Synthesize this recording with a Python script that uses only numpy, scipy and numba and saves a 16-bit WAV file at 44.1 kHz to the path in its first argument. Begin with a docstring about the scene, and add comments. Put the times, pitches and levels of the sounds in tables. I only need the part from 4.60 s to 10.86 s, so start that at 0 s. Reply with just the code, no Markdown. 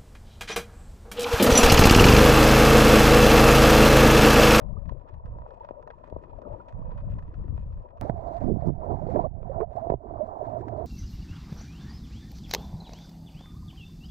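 """Water buffets the two flooded microphone ports of a hand-held camera in a rocky bay: noise whose low-pass
corner follows the flow. Two shots meet at a hard cut. Ringing sine bubbles, sharp snaps of noise grains, scrapes
of dense ticks and knocks on the housing come muffled through the ports, over a bed of bubble swarms; a far drone
joins in the second shot. One port keeps an air pocket that booms: the left one first, the right one after the cut.
"""
import sys
import numpy as np
from scipy import signal
from scipy.fft import rfft, irfft
from scipy.io import wavfile
from scipy.ndimage import uniform_filter1d
from numba import njit

SR = 44100
rng = np.random.default_rng(int(sys.argv[2]) if len(sys.argv) > 2 else 0)


def pcm_store(signal):
    """Save signal as 16-bit PCM."""
    levels = np.round(np.clip(np.atleast_2d(signal), -1, 1) * 32767)
    wavfile.write(sys.argv[1], SR, levels.astype(np.int16).T)


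N = 276066

# Pairs of settings hold (first shot, second shot) unless noted.
CUT_S = 3.41227
JOIN_STEP = (-.022, -.073)  # sample value of (left, right) as the second shot starts

# Gusts of water over the ports: (start [s], hold [s], buffeting [dB], left minus right [dB])
FLOW_GUSTS = [(0.043, 0.17, -35.5, 34), (0.252, 0.074, -34.5, 34), (0.372, 0.026, -40, 27),
              (0.536, 0.044, -40.5, 10.5), (0.65, 0.11, -37.5, -6), (0.8, 0.031, -41, -10),
              (1.543, .03, -41, 7.5), (1.725, 0.058, -45, 9), (1.915, 0.021, -38.5, 8),
              (2.149, 0.26, -36, -9), (2.446, 0.13, -32, 5), (2.621, 0.08, -39.5, -8),
              (2.775, 0.05, -33.5, 6.5), (2.87, 0.086, -32, 10.5), (2.974, 0.23, -36, 3.5),
              (3.425, 0.024, -34.5, -10), (3.524, 0.072, -35.5, -8.5), (3.66, 0.11, -41, -10),
              (3.835, 0.099, -27.5, -30.5), (3.952, .012, -26.5, -30), (4.024, 0.027, -33, -15),
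              (4.075, 0.028, -25, -42.5), (4.156, 0.05, -36, -17.5), (4.291, .38, -33.5, -24.5),
              (4.715, .25, -38.5, -28), (4.984, 0.032, -36, -14.5), (5.056, .04, -40, -18),
              (5.32, 0.025, -33, -9), (5.489, 0.087, -44.5, -11)]
# Flow between gusts, one row a shot: (buffeting [dB], left minus right [dB])
STILL_FLOW = [(-54, 9), (-52.5, -20)]
GUST_RISE_S, GUST_FALL_S = 0.024, 0.023  # time constants
FLOW_ALIKE = (0.41, 0.71)  # share of the buffeting power common to both ports

# Bed of bubbles, one table a shot: (time [s], gurgle [dB], large bubbles [dB], fizz [dB])
BUBBLE_BED = [
    [(0.0, -53.5, -59.5, -73), (0.3, -58, -64.5, -77.5), (0.9, -52.5, -64, -76), (1.5, -57, -60, -73.5),
     (1.9, -55, -53.5, -74), (2.3, -53, -66.5, -72), (2.8, -60.5, -57.5, -74.5), (3.15, -62.5, -62, -76.5),
     (3.4, -51.5, -67, -81.5)],
    [(3.42, -37, -44, -64), (3.78, -40.5, -49.5, -66), (4.3, -39.5, -42, -67.5), (4.7, -40.5, -47.5, -69.5),
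     (5.2, -39, -49.5, -69.5), (5.5, -42, -47, -70.5), (5.8, -39, -47.5, -69.5), (6.26, -42, -39, -65.5)],
]
# Bursts on top of the bed: (start [s], hold [s], gurgle [dB], large bubbles [dB], fizz [dB])
BUBBLE_BURSTS = [(1.854, 0.1, -47, -55, -77.5), (3.887, 0.022, -45, -26, -75.5),
                 (4.05, 0.036, -52, -36, -70.5), (4.307, 0.021, -32, -33, -72.5),
                 (4.549, 0.055, -28.5, -29.5, -71), (5.002, 0.013, -47, -32, -72.5)]
BURST_RISE_S, BURST_FALL_S = 0.0058, 0.014  # time constants
# Brief dips in the level of bed and drone: (time [s], depth [dB], return [s])
LEVEL_DIPS = [(3.498, 9, 0.16), (3.894, 12.5, .15), (4.094, 19, 0.13), (4.668, 20.5, 0.26),
              (5.041, 18, 0.11), (5.346, 18.5, 0.15)]
DIP_FALL_S = 0.015
LARGE_APART_DB, FIZZ_APART_DB, GURGLE_APART_DB = -10.5, -4.5, -14  # part that reaches the ports unlike
POCKET_HISS_DB = (-100, -81)

# Patches of grainy crackle, as of sand and small bubbles scraping the housing:
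# (start [s], length [s], level [dB], low edge [Hz], top edge [Hz])
SCRAPE_PATCHES = [(0.01, 0.023, -72, 1400, 5000), (0.289, 0.031, -75, 1490, 4800),
                  (0.476, 0.044, -77, 1390, 4520), (0.998, 0.079, -79, 1400, 6000),
                  (1.439, 0.029, -71, 1400, 4770), (1.925, 0.04, -74.5, 1370, 11000),
                  (1.499, 0.0039, -76, 2500, 12500), (2.085, 0.019, -74, 2020, 11000),
                  (2.304, 0.057, -74, 1400, 5500), (2.372, 0.035, -68.5, 1300, 9100),
                  (2.472, 0.026, -77, 1290, 4500), (3.415, 0.03, -63, 1200, 2500),
                  (3.424, 0.078, -80.5, 2600, 12000), (3.568, 0.03, -78, 1600, 6820),
                  (3.67, 0.016, -79, 2600, 12000), (3.727, 0.041, -86, 2690, 11140),
                  (3.805, 0.073, -72, 1490, 8800), (4.004, 0.026, -72.5, 1500, 6000),
                  (4.06, 0.0081, -79.5, 2590, 11000), (4.072, 0.003, -74.5, 4500, 14500),
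                  (4.499, 0.056, -70, 1820, 10000), (4.574, 0.065, -76.5, 2000, 6000),
                  (5.004, 0.025, -57.5, 1100, 2700), (5.162, 0.0083, -80.5, 2600, 10900)]
SCRAPE_TICKS_PER_S, SCRAPE_APART_DB, SCRAPE_FALL_S = 600, -1, 0.007
SCRAPE_LEAN_DB = (0.5, -3.5)  # left minus right

# Single bubbles: (time [s], peak [dB], middle pitch [Hz], length [s], played no shorter than 0.008)
SINGLE_BUBBLES = [(0.166, -48.5, 1240, 0.019), (1.005, -41, 946, 0.017), (1.159, -42, 597, 0.051),
                  (1.784, -38, 680, 0.012), (1.85, -38.5, 600, 0.04), (1.9, -37.5, 604, 0.041),
                  (1.955, -40.5, 510, 0.012), (1.996, -49.5, 990, 0.031), (1.33, -51.5, 945, 0.021),
                  (1.73, -43.5, 910, 0.0061), (1.85, -48.5, 1290, 0.011), (1.925, -48.5, 904, 0.03),
                  (2.0, -51, 1420, 0.014), (3.455, -39, 797, 0.053), (3.57, -37.5, 698, 0.043),
                  (3.678, -35.5, 707, .03), (3.732, -31, 701, 0.075), (4.03, -34, 603, 0.026),
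                  (4.222, -41.5, 1016, 0.035), (4.64, -38, 1144, 0.024), (4.414, -32.5, 620, 0.028),
                  (4.484, -30.5, 524, 0.038), (4.893, -29, 560, 0.03), (4.912, -33, 593, 0.018),
                  (4.94, -62, 1400, 0.022), (5.025, -27, 685, 0.015), (5.18, -27, 843, 0.013),
                  (5.208, -33, 676, 0.066), (5.266, -32.5, 705, 0.038), (4.635, -27.5, 659.4, 0.05),
                  (4.976, -28, 654, 0.021), (5.01, -27.5, 451, 0.037), (5.164, -29.5, 719, 0.047),
                  (5.598, -28.5, 636, 0.071), (5.729, -34, 660, 0.045), (5.863, -38.5, 678, 0.03),
                  (5.909, -35, 642, 0.061), (5.948, -31.5, 640, 0.039), (6.171, -31, 639, 0.053)]
# Sharp snaps, and bright cracks of some knocks: (time [s], crack peak [dB], ring peak [dB])
SHARP_SNAPS = [(0.255, -60, -46.5), (0.2923, -49, -67), (0.414, -64, -45.5), (0.4882, -58.5, -63),
               (0.54, -60.5, -44.5), (0.6553, -55.5, -53), (0.7847, -63.5, -40.5), (0.818, -61, -42),
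               (0.8626, -61.5, -37), (0.9061, -55.5, -43), (1.033, -60, -61), (1.0456, -52, -38),
               (1.088, -53, -37.5), (1.2262, -55.5, -48), (1.2743, -52.5, -35), (1.3028, -47.5, -35.5),
               (1.438, -77, -40.5), (1.4731, -61, -52), (1.499, -68, -44), (1.6373, -55, -41),
               (1.8174, -60.5, -40.5), (2.0839, -55, -64), (2.1233, -58, -53), (2.2515, -71, -52),
               (2.3171, -54.5, -63), (2.375, -57, -62), (2.41, -62, -53), (2.5194, -58.5, -58),
               (2.585, -53, -43), (2.6236, -58, -48), (2.6795, -62.5, -58), (2.739, -57, -55.5),
               (2.7943, -71, -61), (2.8406, -62, -52), (2.8801, -64, -49), (2.9769, -55.5, -41),
               (3.125, -65.5, -62.5), (3.1725, -62.5, -66), (3.2866, -64, -58), (3.3046, -63.5, -56),
               (3.3714, -63.5, -60), (3.488, -67, -40), (3.4965, -52, -38), (5.854, -58, -37),
               (6.009, -55, -49), (6.082, -49.5, -32)]
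# Knocks on the housing: (time [s], ring peak [dB], thump peak [dB], crack peak [dB])
HOUSING_KNOCKS = [(0.321, -33.5, -40, -72), (1.108, -27, -53.5, -61), (1.524, -28.5, -41.5, -71),
                  (1.563, -26, -43, -81), (3.4958, -16.5, -20.5, -39), (3.816, -34, -37, -58),
                  (3.96, -27.5, -42, -71.5), (4.22, -35, -49, -80), (4.295, -27, -32, -75),
                  (4.466, -27, -42, -67), (4.559, -18.5, -71, -45), (4.829, -35.5, -44.5, -58),
                  (4.896, -44, -49, -68.5), (5.002, -20.5, -34, -49.5), (5.269, -24.5, -40, -88),
                  (5.299, -13.5, -25, -44.5), (5.32, -16.5, -37.5, -56), (5.338, -15, -27.5, -86)]
THUMP_HZ, THUMP_DROP_HZ, THUMP_DROP_S = 122, 89, 0.0035  # starts higher and sags to its pitch
# Far drone that wavers, second shot: (time [s], level [dB])
FAR_DRONE = [(3.42, -51.5), (3.9, -49), (4.25, -46.5), (5.0, -47.5), (5.55, -47.5), (5.75, -55.5),
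             (5.9, -45), (6.26, -40.5)]

# Colour of what the water carries, one table a shot: (frequency [Hz], level [dB])
WATER_COLOUR = [
    [(100, 17), (400, 2.5), (700, -3), (1250, -2.5), (1550, -4.5), (1900, 0), (2200, -7.5), (4000, 3),
     (6500, 0), (8500, -2.5), (14000, -22.5)],
    [(100, -2.5), (400, 9), (700, -8), (1450, -6.5), (1900, -5), (2250, -10.5), (3000, -17), (4500, -5),
     (12000, -4.5), (14500, -22)],
]
# Port resonances, one row a shot: (membrane [Hz], its Q when flooded, its Q with pocket,
# pocket [Hz], Q, pocket level [dB], pocket lag [s], direct level [dB], whistle [Hz], Q, whistle level [dB],
# corner above which the flooded port goes dull [Hz], Q, treble that leaks past [dB])
PORT_RESONANCES = [(980, 12.5, 6.8, 600, 4.2, 12.5, 0.00018, -1, 2494, 29, 11.5, 4060, 0.87, -6),
                   (990, 9.6, 6.4, 687.8, 10.3, 11.5, 0.00012, 3, 2400, 7.8, 1.5, 4120, 1.58, -18.5)]
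LEAK_HZ, LEAK_Q = 10000, 5  # thin ring of the flooded port
TOP_HZ = 16000


def undb(db):
    """Amplitude from dB."""
    return 10 ** (np.asarray(db) / 20)


def curves(table):
    """Columns of a table, joined by straight lines."""
    s, *columns = np.transpose(table)
    return [np.interp(np.arange(N) / SR, s, c) for c in columns]


def in_shot(table, shot):
    """Rows of a table that fall in one shot."""
    return [row for row in table if (row[0] > CUT_S) == shot]


def band(x, lo, hi):
    """Butterworth band-pass."""
    return signal.sosfilt(signal.butter(3, (lo, hi), "bandpass", fs=SR, output="sos"), x)


def unit(x):
    """Scales a sound to rms 1."""
    return x / np.sqrt(np.mean(x ** 2))


def add(out, s, grain):
    """Mixes a grain in at a time in seconds."""
    i = int(s * SR)
    out[i:i + len(grain)] += grain[:N - i]


def walk(rate):
    """Random levels held 1 / rate s and slewed twice."""
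    k = int(SR / rate)
    steps = np.repeat(rng.standard_normal(N // k + 1), k)
    return uniform_filter1d(uniform_filter1d(steps, k), k)[:N]


def heavy(u):
    """Exponential chance from uniform chance, with the rarest giants cut off."""
    return np.minimum(-np.log(1 - u), 3.5)


def ticks(rate, scatter_db):
    """Random impulses, most small and a few large."""
    when, size, sign = rng.random((3, N))
    return unit((when < rate / SR) * undb(scatter_db * heavy(size)) * np.sign(sign - .5))


def swell(start, hold, rise, fall):
    """Gain of one event: grows up to its start, holds, dies away."""
    t = np.arange(N) / SR - start
    return np.exp(np.minimum(t, 0) / rise - np.maximum(t - hold, 0) / fall)


def heard(source, pair, lo, hi, peak=False):
    """Scales a source so that the middle of what the ports pass has rms 1 (or peak 1) in a band."""
    mid = band(signal.fftconvolve(source, pair.mean(axis=0)), lo, hi)
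    level = np.abs(mid).max() if peak else np.sqrt(np.mean(mid ** 2))
    return source / level


def apart(x, db):
    """A spread-out crowd: a share of it differs between the ports."""
    return x + undb(db) * np.roll(x, N // 3) * np.array([[1], [-1]])


def split(mid_db, pan_db, alike):
    """Power at (left, right) of a flow with this middle level and lean."""
    left = 1 / (1 + undb(-2 * pan_db))
    shares = np.array([[left], [1 - left]])
    return 4 * undb(2 * mid_db) * shares / (1 + 2 * alike * np.sqrt(left * (1 - left)))


@njit
def lowpass(x, hz, damp):
    """State-variable low-pass whose corner moves."""
    y, b, l = np.empty(len(x)), 0., 0.
    for i in range(len(x)):
        g = np.tan(np.pi * hz[i] / SR)
        v = (b + g * (x[i] - l)) / (1 + g * (g + damp))
        y[i] = l + g * v
        b, l = 2 * v - b, l + 2 * g * v
    return y


def flow(shot):
    """Eddies shed unevenly at each port; stronger flow sheds smaller, brighter eddies."""
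    alike = FLOW_ALIKE[shot]
    power = split(*STILL_FLOW[shot], alike)
    for s, hold, db, pan_db in FLOW_GUSTS:
        power = power + split(db, pan_db, alike) * swell(s, hold, GUST_RISE_S, GUST_FALL_S) ** 2
    eddies = [ticks(70, 1.6) + 0.48 * rng.standard_normal(N) for _ in range(3)]  # left, right, common
    out = []
    for port, gain in enumerate(np.sqrt(power)):
        push = np.sqrt(alike) * eddies[2] + np.sqrt(1 - alike) * eddies[port]
        hz = np.clip((100, 120)[shot] * (gain / undb(-29.0)) ** (.35, .45)[shot], 62, 700)
        soft = band(lowpass(lowpass(push, hz, 1.26), 1.78 * hz, 0.98), 15, 1600)
        soft = soft / np.sqrt(hz)  # a wider band carries more power
        recent_power = uniform_filter1d(soft ** 2, SR // 25)
        # partly evens out the loudness, so each gust keeps near its set level
        out.append(gain * unit(soft / (recent_power + 1e-12) ** .3))
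    return np.array(out)


def dips():
    """Level offset in dB: quick drops at set times, each creeping back."""
    t = np.arange(N) / SR
    return sum(np.interp(t - s, (0, DIP_FALL_S, DIP_FALL_S + back), (0, -db, 0))
               for s, db, back in LEVEL_DIPS)


def bubbling(shot):
    """Levels in dB of gurgle, large bubbles and fizz: the dipping bed, with the bursts on top."""
    power = undb(2 * (np.array(curves(BUBBLE_BED[shot])) + dips()))
    for s, hold, *db in BUBBLE_BURSTS:
        power = power + np.outer(undb(db), swell(s, hold, BURST_RISE_S, BURST_FALL_S)) ** 2
    return 10 * np.log10(power)


def bubble(hz, length, glide):
    """A ringing air bubble whose pitch rises as it leaves."""
    t = np.arange(int(length * SR)) / SR
    ring = np.sin(2 * np.pi * hz * t * (1 + glide * (t / length - 1) / 2))
    return ring * np.sin(np.pi * (t / length) ** 0.53) ** 2


def swarm(lo_hz, hi_hz, cycles, scatter_db, count):
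    """A random crowd of bubbles; higher ones tend to ring shorter."""
    out = np.zeros(N)
    for s, pitch, size, long in rng.random((count, 4)):
        hz = lo_hz * (hi_hz / lo_hz) ** pitch
        grain = bubble(hz, cycles * (0.38 + long) / hz, 0.27)
        add(out, s * N / SR, undb(scatter_db * heavy(size)) * grain)
    return unit(out)


def large_bubbles(shot):
    """Low, big bubbles: a swarm of slow rings over a low band of noise."""
    rumble = unit(band(rng.standard_normal(N), 120, 450))
    return swarm((280, 220)[shot], 474.5, 6.46, 4.9, count=450) + 0.75 * rumble


def gurgle(shot):
    """Mid-sized bubbles: a swarm over noise that flickers in level."""
    noise = unit(band(rng.standard_normal(N), (450, 580)[shot], 1400))
    flicker = undb(4.9 * walk(30))
    return swarm((480, 580)[shot], 1307, 12.1, 2.0, count=900) + (.9, .7)[shot] * noise * flicker


def fizz(shot):
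    """Fine bubbles: clustered crackle, a quiet swarm of small rings and flickering bright noise."""
    t = np.arange(SR // 50) / SR
    rattle = rng.standard_normal(len(t)) ** 3 * np.exp(-t / .004)  # follows each tick
    clusters = undb(6.0 * walk(20))
    crackle = unit(signal.fftconvolve(ticks((110, 260)[shot], 3.5) * clusters, rattle)[:N])
    small = .14 * swarm(1150, 2600, 10, 2.2, count=600)
    flicker = undb((5.0, 4.6)[shot] * walk(30))
    spray = (.45, .75)[shot] * band(rng.standard_normal(N) * flicker, 1100, 12000)
    return band(crackle, 1900, (9500, 12000)[shot]) + small + spray


def bubble_bed(shot, pair):
    """Gurgle, large bubbles and fizz at their moving levels, each partly unlike at the two ports."""
    gurgle_db, large_db, fizz_db = bubbling(shot)
    low = undb(large_db) * apart(heard(large_bubbles(shot), pair, 260, 840), LARGE_APART_DB)
    middle = undb(gurgle_db) * apart(heard(gurgle(shot), pair, 300, 1500), GURGLE_APART_DB)
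    high = undb(fizz_db) * apart(heard(fizz(shot), pair, 1122, 11000), FIZZ_APART_DB)
    return low + middle + high


def pocket_hiss(shot):
    """Gritty hiss in the booming port, rising and falling with the fizz."""
    fizz_gain = unit(undb(bubbling(shot)[2]))
    grit = ticks(1600, 3) * undb(3.5 * walk(40))
    hiss = unit(band(grit, 3400, 7800) + .45 * band(grit, 7800, 12500))
    return undb(POCKET_HISS_DB[shot]) * fizz_gain * hiss


def scrapes(shot, pair):
    """Each patch is a dense run of uneven ticks, strongest at its start, partly unlike at the two ports."""
    out = np.zeros((2, N))
    t = np.arange(SR // 5) / SR
    lean_db = SCRAPE_LEAN_DB[shot]
    for s, length, db, lo_hz, top_hz in in_shot(SCRAPE_PATCHES, shot):
        when, size, sign = rng.random((3, 2, len(t)))
        grit = (when < SCRAPE_TICKS_PER_S / SR) * undb(-2.4 * np.log(1 - size)) * np.sign(sign - .5)
        shape = np.exp(-.6 * t / length - np.maximum(t - length, 0) / SCRAPE_FALL_S)
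        steady = band(grit[0], lo_hz, top_hz)  # sets the level before shaping
        scale = heard(steady, pair, lo_hz, top_hz).std() / steady.std()
        mid, side = undb(db) * scale * band(grit * shape, lo_hz, top_hz)
        side = undb(SCRAPE_APART_DB) * side
        add(out[0], s, undb(lean_db / 2) * (mid + side))
        add(out[1], s, undb(-lean_db / 2) * (mid - side))
    return out


def single_bubbles(shot, pair):
    """Lone air bubbles, each singing a short rising note."""
    out = np.zeros(N)
    for s, db, hz, length in in_shot(SINGLE_BUBBLES, shot):
        note = bubble(hz, max(length, .008), 0.19)
        add(out, s, undb(db) * heard(note, pair, 450, 1300, peak=True))
    return out


def crack(pair, dull_hz, reach, spread_s):
    """An uneven burst of noise grains with its own length and brightness."""
    long, bright = rng.random(2)
    t = np.arange(SR // 20) / SR
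    grains = rng.standard_normal(len(t)) ** 3 * np.exp(-t / (spread_s * (0.37 + long)))
    top_hz = min(dull_hz * reach ** bright, 20000)
    return heard(band(grains, 1300, top_hz), pair, 1500, 5000, peak=True)


def snaps(shot, pair):
    """Sharp snaps, and bright cracks of some knocks: noise grains, and an impulse that rings the ports."""
    click = signal.unit_impulse(SR // 20)
    ring = heard(band(click, 550, 1800), pair, 290, 1300, peak=True)
    out = np.zeros(N)
    for s, crack_db, ring_db in in_shot(SHARP_SNAPS, shot):
        add(out, s, undb(ring_db) * ring + undb(crack_db) * crack(pair, 3900, 2.0, 0.006))
    return out


def knocks(shot, pair):
    """Knocks on the housing: a soft push rings the ports, with a sagging low thump and a crack."""
    t = np.arange(SR // 20) / SR
    contact = np.sin(np.pi * np.minimum(t / 0.0012, 1)) ** 2
    push = heard(band(contact, 300, 5400), pair, 240, 1000, peak=True)  # sprung back by the housing
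    thump_hz = THUMP_HZ + THUMP_DROP_HZ * np.exp(-t / THUMP_DROP_S)
    thump = np.sin(2 * np.pi * np.cumsum(thump_hz) / SR) * np.exp(-t / 0.015)
    thump = heard(thump, pair, 91, 300, peak=True)
    out = np.zeros(N)
    for s, ring_db, thump_db, crack_db in in_shot(HOUSING_KNOCKS, shot):
        edge = undb(crack_db) * crack(pair, 4000, 1.2, 0.0027)
        add(out, s, undb(ring_db) * push + undb(thump_db) * thump + edge)
    return out


def drone(pair):
    """A far low hum: narrow noise held steady over an eighth of a second, then given its wavering level."""
    hum = band(rng.standard_normal(N), 72, 125)
    hum = hum / np.sqrt(uniform_filter1d(hum ** 2, SR // 8))
    return undb(curves(FAR_DRONE)[0] + dips()) * heard(hum, pair, 60, 110)


def spring(f, hz, q):
    """Response of a damped mass on a spring: passes lows, peaks near hz, dulls above."""
    return 1 / (1 - (f / hz) ** 2 + 1j * f / hz / q)


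def ports(shot, size=8192):
    """Impulse responses from sound in the water to (left, right): water colour, membrane, pocket or flooding."""
    f = np.maximum(np.arange(size // 2 + 1) * SR / size, 1)
    (membrane_hz, flooded_q, pocketed_q, pocket_hz, pocket_q, pocket_db, lag_s, direct_db,
     whistle_hz, whistle_q, whistle_db, dull_hz, dull_q, leak_db) = PORT_RESONANCES[shot]
    hz, db = np.transpose(WATER_COLOUR[shot])
    cepstrum = irfft(np.log(undb(np.interp(np.log(f), np.log(hz), db))))
    cepstrum[1:size // 2] *= 2  # folded cepstrum: causal colour
    cepstrum[size // 2 + 1:] = 0
    water = np.exp(rfft(cepstrum))
    pocket = undb(pocket_db) * spring(f, pocket_hz, pocket_q) * np.exp(-2j * np.pi * f * lag_s)
    whistle = undb(whistle_db) * spring(f, whistle_hz, whistle_q) * 1j * f / whistle_hz / whistle_q
    booming = spring(f, membrane_hz, pocketed_q) * (undb(direct_db) + pocket + whistle)
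    leak = undb(leak_db) * spring(f, LEAK_HZ, LEAK_Q)
    flooded = spring(f, membrane_hz, flooded_q) * (spring(f, dull_hz, dull_q) ** 2 + leak)
    pair = np.array([booming, flooded])[::1 - 2 * shot]  # the second shot swaps the sides
    return irfft(water * pair)[:, :size // 2]


def take(shot):
    """One shot: the water's sounds through its ports, buffeting, and hiss in the booming port."""
    pair = ports(shot)
    water = bubble_bed(shot, pair) + scrapes(shot, pair)
    water = water + single_bubbles(shot, pair) + snaps(shot, pair) + knocks(shot, pair)
    if shot == 1:
        water = water + drone(pair)
    sound = signal.fftconvolve(water, pair, axes=1)[:, :N] + flow(shot)
    sound[shot] += pocket_hiss(shot)
    return sound


def scene():
    """The two shots, butted together with a small jump."""
    after = np.arange(N) / SR - CUT_S
    settle = np.exp(-np.abs(after) / .0014)
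    first = take(0) * (1 - settle)
    second = take(1) * (1 - settle) + np.outer(JOIN_STEP, settle)
    return np.where(after < 0, first, second)


def record(dry):
    """A faint electronic hiss, then the top is cut."""
    hiss = undb(-106) * rng.standard_normal(dry.shape)
    return signal.sosfilt(signal.ellip(8, .2, 70, TOP_HZ, fs=SR, output="sos"), dry + hiss)


dry = scene()
out = record(dry)
pcm_store(out)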